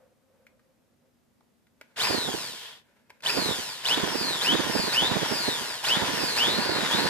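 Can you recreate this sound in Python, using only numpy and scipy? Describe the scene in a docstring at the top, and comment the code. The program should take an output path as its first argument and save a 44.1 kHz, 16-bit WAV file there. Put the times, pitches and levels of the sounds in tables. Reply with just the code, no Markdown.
"""A drill grinds and squeals in short runs, each one winding up and then sinking as it coasts.
It is a mains drill with a step bit on a clamped metal plate; one shaft speed drives all its parts.
Gears and bit are noise shaped by the housing, brushes are ticks and hiss, the armature squeals in 120 Hz bursts.
Low, lumpy fan air buffets the right microphone port; knocks and rubs of the tool surround the runs.
Behind it lie a short room echo, a low rumble and a faint hollow tone that fades."""
import sys
import numpy as np
from scipy import signal
from scipy.fft import rfft, irfft, next_fast_len
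from scipy.io import wavfile
from scipy.ndimage import uniform_filter1d, minimum_filter1d, map_coordinates

SR = 44100
rng = np.random.default_rng(int(sys.argv[2]) if len(sys.argv) > 2 else 0)


def unload_audio(sound):
    """Save the sound as a 16-bit wav file, at the path given as the first command line argument."""
    columns = np.transpose(np.atleast_2d(sound))
    # keep every value between -1 and 1, then stretch to whole-number steps
    steps = np.round(np.clip(columns, -1, 1) * 32767)
    wavfile.write(sys.argv[1], SR, steps.astype(np.int16))


N = 312669
SLOTS = 12  # armature slots, and as many commutator bars


def amp(db):
    """Decibels to gain."""
    return 10 ** (np.asarray(db) / 20)


def unit(x):
    """x at rms 1."""
    return x / np.sqrt(np.mean(x ** 2) + 1e-20)


def along(points, hz):
    """Read (frequency [Hz], value) points on a log frequency axis."""
    f, v = np.transpose(points)
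    return np.interp(np.log(hz + 1), np.log(f + 1), v)


def curves(rows):
    """One value per sample for each column after the time."""
    times, *columns = np.transpose(rows)
    return [np.interp(np.arange(N) / SR, times, column) for column in columns]


def wobble(rate):
    """A smooth random curve, rate knots a second."""
    knots = rng.standard_normal(int(N * rate / SR) + 4)
    return map_coordinates(knots, [np.arange(N) * rate / SR])


def filtered(x, response):
    """x times a complex response of frequency."""
    m = next_fast_len(N + SR // 2)
    return irfft(rfft(x, m) * response(np.fft.rfftfreq(m, 1 / SR)), m)[..., :N]


def coloured(x, spectrum):
    """x through a (frequency [Hz], level [dB]) spectrum."""
    return filtered(x, lambda hz: amp(along(spectrum, hz)))


def ring(modes, hz):
    """Summed response of damped resonances, each a band-pass at its own centre."""
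    return sum(amp(db) * 1j * hz * width / (centre ** 2 - hz ** 2 + 1j * hz * width)
               for centre, width, db in modes)


# Likeness of the two ports: (frequency [Hz], correlation [-1 to 1])
PORT_LIKENESS = [(200, 0.78), (1000, 0.78), (3000, 0.38), (5000, 0.067), (9000, 0.077), (14000, .2)]


def noise_pair():
    """White noise as a shared middle and an opposed side, so the ports are alike by set amounts."""
    def middle_and_side(hz):
        angle = np.arccos(np.clip(along(PORT_LIKENESS, hz), -1, 1)) / 2
        return np.array([np.cos(angle), np.sin(angle)])

    mid, side = filtered(rng.standard_normal((2, N)), middle_and_side)
    return np.array([mid + side, mid - side])


def pulses(phase, size):
    """A band-limited pulse wherever phase passes a whole number, placed between samples."""
    at = np.interp(np.arange(1, int(phase[-1])), phase, np.arange(N))
    taps = at.astype(int)[:, None] + np.arange(-7, 9)
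    gap = taps - at[:, None]
    shape = np.sinc(gap) * np.cos(np.pi * gap / 16) ** 2
    heights = shape * size(len(at))[:, None]
    return np.bincount(np.clip(taps, 0, N - 1).ravel(), heights.ravel(), N)


def speed_gain(speed, level_db, knee, slope_db):
    """A part grows by slope_db per tenfold speed up to the knee [turns/s], then levels off."""
    share = (speed / knee) / (1 + (speed / knee) ** 6) ** (1 / 6)
    return amp(level_db + slope_db * np.log10(share + 1e-6))


# Pulls of the trigger: (press time [s], release time [s], shaft speed at release [turns/s])
TRIGGER_PULLS = [(1.959, 2.056, 220.4), (3.228, 3.307, 223.4), (3.838, 3.952, 296), (4.413, 4.55, 293.2),
                 (4.922, 5.082, 313.5), (5.831, 5.971, 305.8), (6.361, 6.665, 367), (6.912, 7.1, 365.4)]


def shaft():
    """Shaft speed [turns/s] and power: spin-up slows as it climbs, then friction and drag run it down."""
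    surge = 0.043  # s after which the acceleration has halved
    friction, drag = 230, 0.52  # turns/s lost each second; rate of loss per unit of speed [1/s]
    t, speed, power = np.arange(N) / SR, np.zeros(N), np.zeros(N)
    for press, release, top in TRIGGER_PULLS:
        start = speed[round(press * SR)]
        held, after = (t >= press) & (t < release), t >= release
        rise = np.log1p((t[held] - press) / surge) / np.log1p((release - press) / surge)
        speed[held] = start + (top - start) * rise
        power[held] = 1
        coast = (top + friction / drag) * np.exp(-drag * (t[after] - release)) - friction / drag
        speed[after] = np.maximum(coast, 0)
    return speed, uniform_filter1d(power, size=300)


# Colour of the scraping, before the housing: (frequency [Hz], relative level [dB])
GRIND_SPECTRUM = [(40, -30), (130, -2), (260, -13), (450, -0.5), (800, -2.5), (1200, -3.5), (2200, -2.5),
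                  (2900, -2), (3600, -6), (5200, -5.5), (6000, -15.5), (9000, -16), (15000, -37)]
# Resonances of the gear housing: (frequency [Hz], width [Hz], relative level [dB])
HOUSING_MODES = [(970, 150, 5.5), (1480, 150, 2), (1760, 150, 3), (3560, 300, -2), (4650, 400, -7)]


def grind(turns, rattle=0.083, grain_db=2):
    """Gear teeth and cutting edges scrape in step with the shaft and sound the housing."""
    once_a_turn = 1 + rattle * np.cos(2 * np.pi * turns)
    grain = amp(grain_db * wobble(500) + 0.9 * wobble(30))
    scrape = noise_pair() * once_a_turn * grain
    return unit(filtered(
        scrape, lambda hz: amp(along(GRIND_SPECTRUM, hz)) * (1 + ring(HOUSING_MODES, hz))))


# Magnetic pull on the slots: (frequency [Hz], relative level [dB])
PULL_SPECTRUM = [(500, -35), (2000, -28), (2600, -2.5), (3100, 1), (3600, 3.5), (4200, -11), (5200, 1.5),
                 (6300, -39), (12000, -28.5)]
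# Ring of the stator: (frequency [Hz], width [Hz], relative level [dB])
STATOR_MODES = [(3020, 130, 3)]


def squeal(turns, speed, power, db=-23, ring_db=3, second_db=-5, flutter_db=2):
    """Under power the field tugs at the slots on every half wave of the mains and rings the stator."""
    mains_hz = 60
    t = np.arange(N) / SR
    current = power / (1 + (speed / 300) ** 6)  # back voltage cuts the current at speed
    bursts = 0.15 + 2.1 * np.abs(np.sin(2 * np.pi * mains_hz * t)) ** 3
    slot = 2 * np.pi * SLOTS * turns
    tug = np.sin(slot) + amp(second_db) * np.sin(2 * slot)
    tug *= 1 + 0.21 * np.cos(2 * np.pi * turns)
    flutter = amp(flutter_db * wobble(110))
    force = np.minimum(1, speed / 135) ** 3 * current * bursts * tug * flutter
    return amp(db) * filtered(
        force, lambda hz: amp(along(PULL_SPECTRUM, hz)) * (0.72 + amp(ring_db) * ring(STATOR_MODES, hz)))


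# Colour of the brush ticks: (frequency [Hz], relative level [dB])
TICK_SPECTRUM = [(300, -30), (1500, -16), (2400, -6), (3200, 2), (4800, 2), (6100, -5), (7200, -2),
                 (10000, -8), (14500, -17)]


def brushes(turns, speed):
    """Brushes tick on every bar; bars out of true swell and sway the ticks once a turn."""
    uneven, sway = 0.3, 0.042  # share of the tick size; bars
    wear, rough = 0.2, 0.2  # scatter from bar to bar; from tick to tick
    bars = SLOTS * turns + sway * np.sin(2 * np.pi * turns)

    def size(count):
        once_a_turn = 1 + uneven * np.cos(2 * np.pi * np.arange(count) / SLOTS + np.pi / 2)
        worn = np.resize(wear * unit(rng.standard_normal(SLOTS)), count)
        return (once_a_turn + worn) * (1 + rough * rng.standard_normal(count))

    ticks = pulses(bars, size) / np.sqrt(speed + 20)  # evens out the power as ticks crowd together
    return unit(coloured(ticks, TICK_SPECTRUM))


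# Colour of the brush hiss: (frequency [Hz], relative level [dB])
HISS_SPECTRUM = [(1500, -13.5), (3200, 1), (5000, 2), (6100, -2.5), (7300, -3), (9000, -7), (11000, -8),
                 (14000, -13.5)]
# Brush holders, rung by rubbing at a crawl: (frequency [Hz], width [Hz], relative level [dB])
HOLDER_MODES = [(3220, 630, 0)]


def commutator(turns, speed):
    """Ticks are clearest at middling speed; a crawl rubs the holders and full speed blurs into hiss."""
    clear = 0.82 / (1 + (speed / 178) ** 4) * np.minimum(1, speed / 55) ** 2
    hiss = unit(coloured(noise_pair() * amp(0.5 * wobble(760)), HISS_SPECTRUM))
    rubbing = unit(filtered(noise_pair(), lambda hz: ring(HOLDER_MODES, hz)))
    crawl = amp(15) / (1 + (speed / 56) ** 4)  # fades above 56 turns/s
    ticks = brushes(turns, speed)
    return amp(7.5) * np.sqrt(1 - clear) * hiss + amp(5.5) * np.sqrt(clear) * ticks + crawl * rubbing


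# Whistles of slots and fan blades: (multiple of the shaft speed, relative level [dB])
WHISTLE_ORDERS = [(11, -6), (12, 0), (13, 2), (14, -10), (22, -4), (23, 1), (24, -2), (25, -2), (47, 0),
                  (48, 2), (49, 2), (50, -1), (72, 0), (73, 1)]
# The vents that let them out: (frequency [Hz], relative level [dB])
VENT_SPECTRUM = [(1500, -24), (2900, -10), (3600, -1), (4300, 1), (5100, 0), (5700, -12), (7000, -13),
                 (9000, -24), (13000, -40)]


def whine(turns, speed):
    """Slots and fan blades whistle on neighbouring orders, each wavering; they die away at low speed."""
    tone = np.zeros(N)
    for order, db in WHISTLE_ORDERS:
        phase = 2 * np.pi * order * turns + 0.35 * wobble(70)
        tone += amp(db + 2 * wobble(45)) * np.sin(phase)
    return amp(-35.5) * coloured(np.minimum(1, speed / 155) ** 3 * tone, VENT_SPECTRUM)


# Slow rise and fall in level of the grinding and brush noise:
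# (time [s], grind offset [dB], brush offset [dB])
LEVEL_DRIFT = [(2.08, 2, 0), (2.25, -3, -3), (2.4, -1, 0), (2.56, -4.5, -1.5), (2.75, 1.5, -4.5),
               (3.3, 0, -2), (3.5, 1.5, 0.5), (3.66, -3, -1), (3.82, -0.5, -3), (3.95, 1, 0.5),
               (4.08, -0.5, -2.5), (4.4, 1, -1.5), (5.05, 0.5, -1), (5.4, 1, -1), (5.8, 1, -0.5),
               (6.25, 2, 0), (6.5, 1, -0.5), (7.0, 1.5, 1.5)]


def drill(speed, power):
    """All parts of the tool follow one shaft; power and the jolt of a start shift gears and brushes."""
    turns = np.cumsum(speed * (1 + 0.00207 * wobble(40))) / SR
    jolt = power * np.exp(-speed / 110)  # strongest when starting from rest
    skim = 11 * np.log2(np.maximum(1, speed / 215))  # brushes skim: dB lost above 215 turns/s
    grind_drift, brush_drift = curves(LEVEL_DRIFT)
    grind_db = grind_drift + 0.5 * power + 11 * jolt + 0.47 * wobble(15)
    brush_db = brush_drift + 3.5 * power - 4 * jolt - skim
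    grind_gain = speed_gain(speed, level_db=-31, knee=241, slope_db=22.4) * amp(grind_db)
    brush_gain = speed_gain(speed, level_db=-40.5, knee=140, slope_db=26) * amp(brush_db)
    gears_and_bit = grind_gain * grind(turns)
    brush_noise = brush_gain * commutator(turns, speed)
    return gears_and_bit + brush_noise + squeal(turns, speed, power) + whine(turns, speed)


# Colour of the tumbling air: (frequency [Hz], relative level [dB])
EDDY_SPECTRUM = [(10, -64), (32, -49), (62, -14), (120, -6.5), (220, 1.5), (450, -1.5), (800, -9),
                 (1400, -18), (3000, -41)]
# Slow swells and lulls of the fan air: (time [s], level offset [dB])
AIR_GUSTS = [(2.15, -0.5), (2.45, -0.5), (3.25, -1.5), (3.5, 4), (3.66, -4), (4.05, -1), (4.35, -0.5),
             (4.55, 0.5), (4.85, -1), (4.97, -3), (5.2, 1.5), (5.5, -5.5), (5.62, -0.5), (6.0, -2.5),
             (6.3, -5.5), (6.5, 0.5), (6.9, -1.5), (7.08, 5.5)]
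# Timed eddies at the right port: (time [s], relative level [dB])
TIMED_EDDIES = [(2.108, -22.5), (2.131, -32), (2.147, -24), (2.184, -28), (2.29, -28.5), (2.349, -28.5),
                (2.539, -46.5), (3.373, -35), (3.514, -27.5), (3.98, -25), (4.037, -19), (4.077, -29),
                (4.156, -22.5), (4.214, -28), (4.533, -26), (4.551, -19), (4.604, -25), (4.761, -24),
                (4.843, -29.5), (5.027, -22), (5.118, -22), (5.167, -22), (5.232, -24), (5.322, -24),
                (5.486, -21), (5.971, -25), (6.026, -25.5), (6.542, -29.5), (6.589, -22), (6.697, -24.5),
                (6.948, -23.5), (7.031, -31), (7.059, -23.5)]


def draft(speed, width=0.0033, puff_db=5, flow_db=3, leak_db=-19, gust_db=0.5):
    """Fan air tumbles over the right port as a lumpy flow with single eddies; the left gets a weak swirl."""
    air_lag = 0.049  # s for the air to reach the port
    eddy_rate, eddy_db, scatter_db = 11, 7.5, 1.5  # eddies at random times: per second, dB over flow, +/- dB
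    t = np.arange(N) / SR
    late_speed = np.interp(t - air_lag, t, speed)
    gusts = amp(curves(AIR_GUSTS)[0] + gust_db * wobble(10))
    flow = speed_gain(late_speed, level_db=-34.5, knee=173, slope_db=95) * gusts

    def swirl():
        lumps = amp(3.9 * wobble(90))
        return flow * unit(coloured(rng.standard_normal(N), EDDY_SPECTRUM) * lumps)

    left, right = amp(leak_db) * swirl(), amp(flow_db) * swirl()
    eddies, air = np.zeros(N), coloured(rng.standard_normal(N), EDDY_SPECTRUM)
    chance = rng.uniform([0, -1], [t[-1], 1], (int(eddy_rate * N / SR), 2))
    at_random = [(s, np.interp(s, t, flow) * amp(eddy_db + scatter_db * size)) for s, size in chance]
    timed = [(s, amp(db)) for s, db in TIMED_EDDIES]
    for s, gain in timed + at_random:  # each eddy is one brief swell of the air
        n = np.clip(round(s * SR) + np.arange(-SR // 50, SR // 50), 0, N - 1)
        window = np.exp(-np.abs((n / SR - s) / width) ** 1.18 / 2)
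        puff = air[n] * window
        eddies[n] += gain * puff * np.sqrt(np.sum(window ** 2) / np.sum(puff ** 2))
    return np.array([left, right + amp(puff_db) * eddies])


# Resonances of the tool's casing: (frequency [Hz], width [Hz], relative level [dB])
CASING_MODES = [(556, 120, 8.5), (930, 220, 2.5), (1540, 330, 5), (2090, 220, -2.5), (2660, 230, -30),
                (3890, 360, -32), (5200, 600, -42), (8500, 3700, -41.5)]
# Light knocks of tool and trigger:
# (time [s], relative level [dB], centre frequency [Hz], casing share [dB])
TOOL_KNOCKS = [(0.467, -46.5, 2140, -19), (0.594, -58, 1230, -19), (1.407, -57, 990, -42),
               (1.669, -60, 2000, -11), (1.812, -37.5, 2070, -7.5), (3.097, -50, 2310, -2),
               (3.103, -40, 1880, 5), (3.205, -48, 2400, -12), (3.223, -43, 4130, -15)]


def clicks(t60=0.032, db=-18, spread=0.16):
    """Short decaying bursts of contact noise, each around its own pitch, ring the casing."""
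    out, t = np.zeros((2, N + SR)), np.arange(SR // 10) / SR
    hz = np.fft.rfftfreq(len(t), 1 / SR)
    for s, level_db, centre, casing_db in TOOL_KNOCKS:
        body = ring([(centre, spread * centre, -3)], hz) + amp(casing_db) * ring(CASING_MODES, hz)
        shared, apart = rng.standard_normal(len(t)), rng.standard_normal((2, len(t)))
        contact = (shared + 0.22 * apart) * amp(-60 * t / t60)
        knock = irfft(rfft(contact) * body)
        out[:, round(s * SR):][:, :len(t)] += amp(level_db + db) * unit(knock)
    return out[:, :N]


# The grip shifts and rubs on the casing: (middle time [s], length [s], level [dB])
GRIP_RUBS = [(1.906, 0.15, -68), (2.936, 0.16, -67.5), (3.16, .12, -69.5)]


def rubs(grain_db=2):
    """Soft swells of grainy friction noise sound the casing."""
    t = np.arange(N) / SR
    stroke = sum(amp(db) * np.exp(-(2 * (t - s) / length) ** 2 / 2) for s, length, db in GRIP_RUBS)
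    friction = noise_pair() * amp(grain_db * wobble(87))
    return stroke * unit(filtered(friction, lambda hz: ring(CASING_MODES, hz)))


# Decay of the room: (frequency [Hz], time to fall 60 dB [s])
WALL_DECAY = [(200, 0.29), (2000, 0.29), (10000, 0.2)]


def walls(x):
    """The small room answers with a decaying noise tail, its treble dying first."""
    hz, t, z = signal.stft(rng.standard_normal((2, SR // 3)), SR, nperseg=256)
    decay = amp(-60 * t / along(WALL_DECAY, hz)[:, None])
    tail = signal.istft(z * decay, SR, nperseg=256)[1]
    delayed = np.pad(x, ((0, 0), (150, 0)))  # samples before the first echo
    return signal.fftconvolve(delayed, tail / np.linalg.norm(tail[0]), axes=1)[:, :N]


# Colour of the room rumble: (frequency [Hz], relative level [dB])
RUMBLE_SPECTRUM = [(25, -29), (55, -8.5), (90, -3), (190, -4), (238, 3), (290, -7), (500, -9), (800, -14.5),
                   (1200, -17.5), (3000, -23.5), (15000, -29.5)]
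# Colour of the hollow tone: (frequency [Hz], relative level [dB])
HOLLOW_SPECTRUM = [(300, -42), (470, -11), (525, 3.5), (575, -8), (660, -13), (1000, -22), (1400, -22),
                   (4000, -39)]
# Fading of the hollow tone: (time [s], level [dB])
HOLLOW_FADE = [(0, -65), (0.28, -73.5), (0.4, -66), (0.74, -76.5), (0.85, -75), (1.06, -76), (1.12, -87),
               (1.75, -96)]


def room_tone():
    """Low filtered noise rumbles under a faint narrow band of noise, a hollow tone that fades."""
    shared, apart = rng.standard_normal(N), rng.standard_normal((2, N))
    rumble = unit(coloured(shared + 1.7 * apart, RUMBLE_SPECTRUM))
    hollow = unit(coloured(noise_pair(), HOLLOW_SPECTRUM))
    return amp(-68) * rumble + amp(curves(HOLLOW_FADE)[0] + 2.4 * wobble(13)) * hollow


# Tone of the two ports: (frequency [Hz], left minus right [dB])
PORT_TILT = [(150, -2.5), (400, 1), (1000, -0.5), (1250, 2), (1600, 4), (2100, -2), (3500, 1.5),
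             (5200, -0.5), (6000, -1.5), (8000, 0), (10500, 6), (14000, 8.5)]
# Phase by which the left port leads: (frequency [Hz], phase [rad])
PORT_LEAD = [(200, 0.71), (1000, 0.023), (2000, 0.94), (3000, 1.57), (5000, 2.04), (14000, 1.64)]


def scene():
    """Tool and echo reach the left port a little earlier, coloured by each port; air and room join."""
    speed, power = shaft()
    tool = drill(speed, power) + clicks() + rubs()
    sides = np.array([[0.5], [-0.5]])  # half of each difference goes to either port

    def ports(hz):
        return amp(sides * along(PORT_TILT, hz)) * np.exp(1j * sides * along(PORT_LEAD, hz))

    return filtered(tool + amp(-10.5) * walls(tool), ports) + draft(speed) + room_tone()


def record(dry):
    """A fast limiter holds the peaks of each port, then a steep low-pass removes the top treble."""
    ceiling, top_hz = 0.225, 14700  # limiter ceiling before the low-pass; band limit
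    needed = np.minimum(1, ceiling / (np.abs(dry) + 1e-9))
    gain = uniform_filter1d(minimum_filter1d(needed, size=90, axis=1), size=90, axis=1)
    return filtered(dry * gain, lambda hz: hz < top_hz)


dry = scene()
out = record(dry)
unload_audio(out)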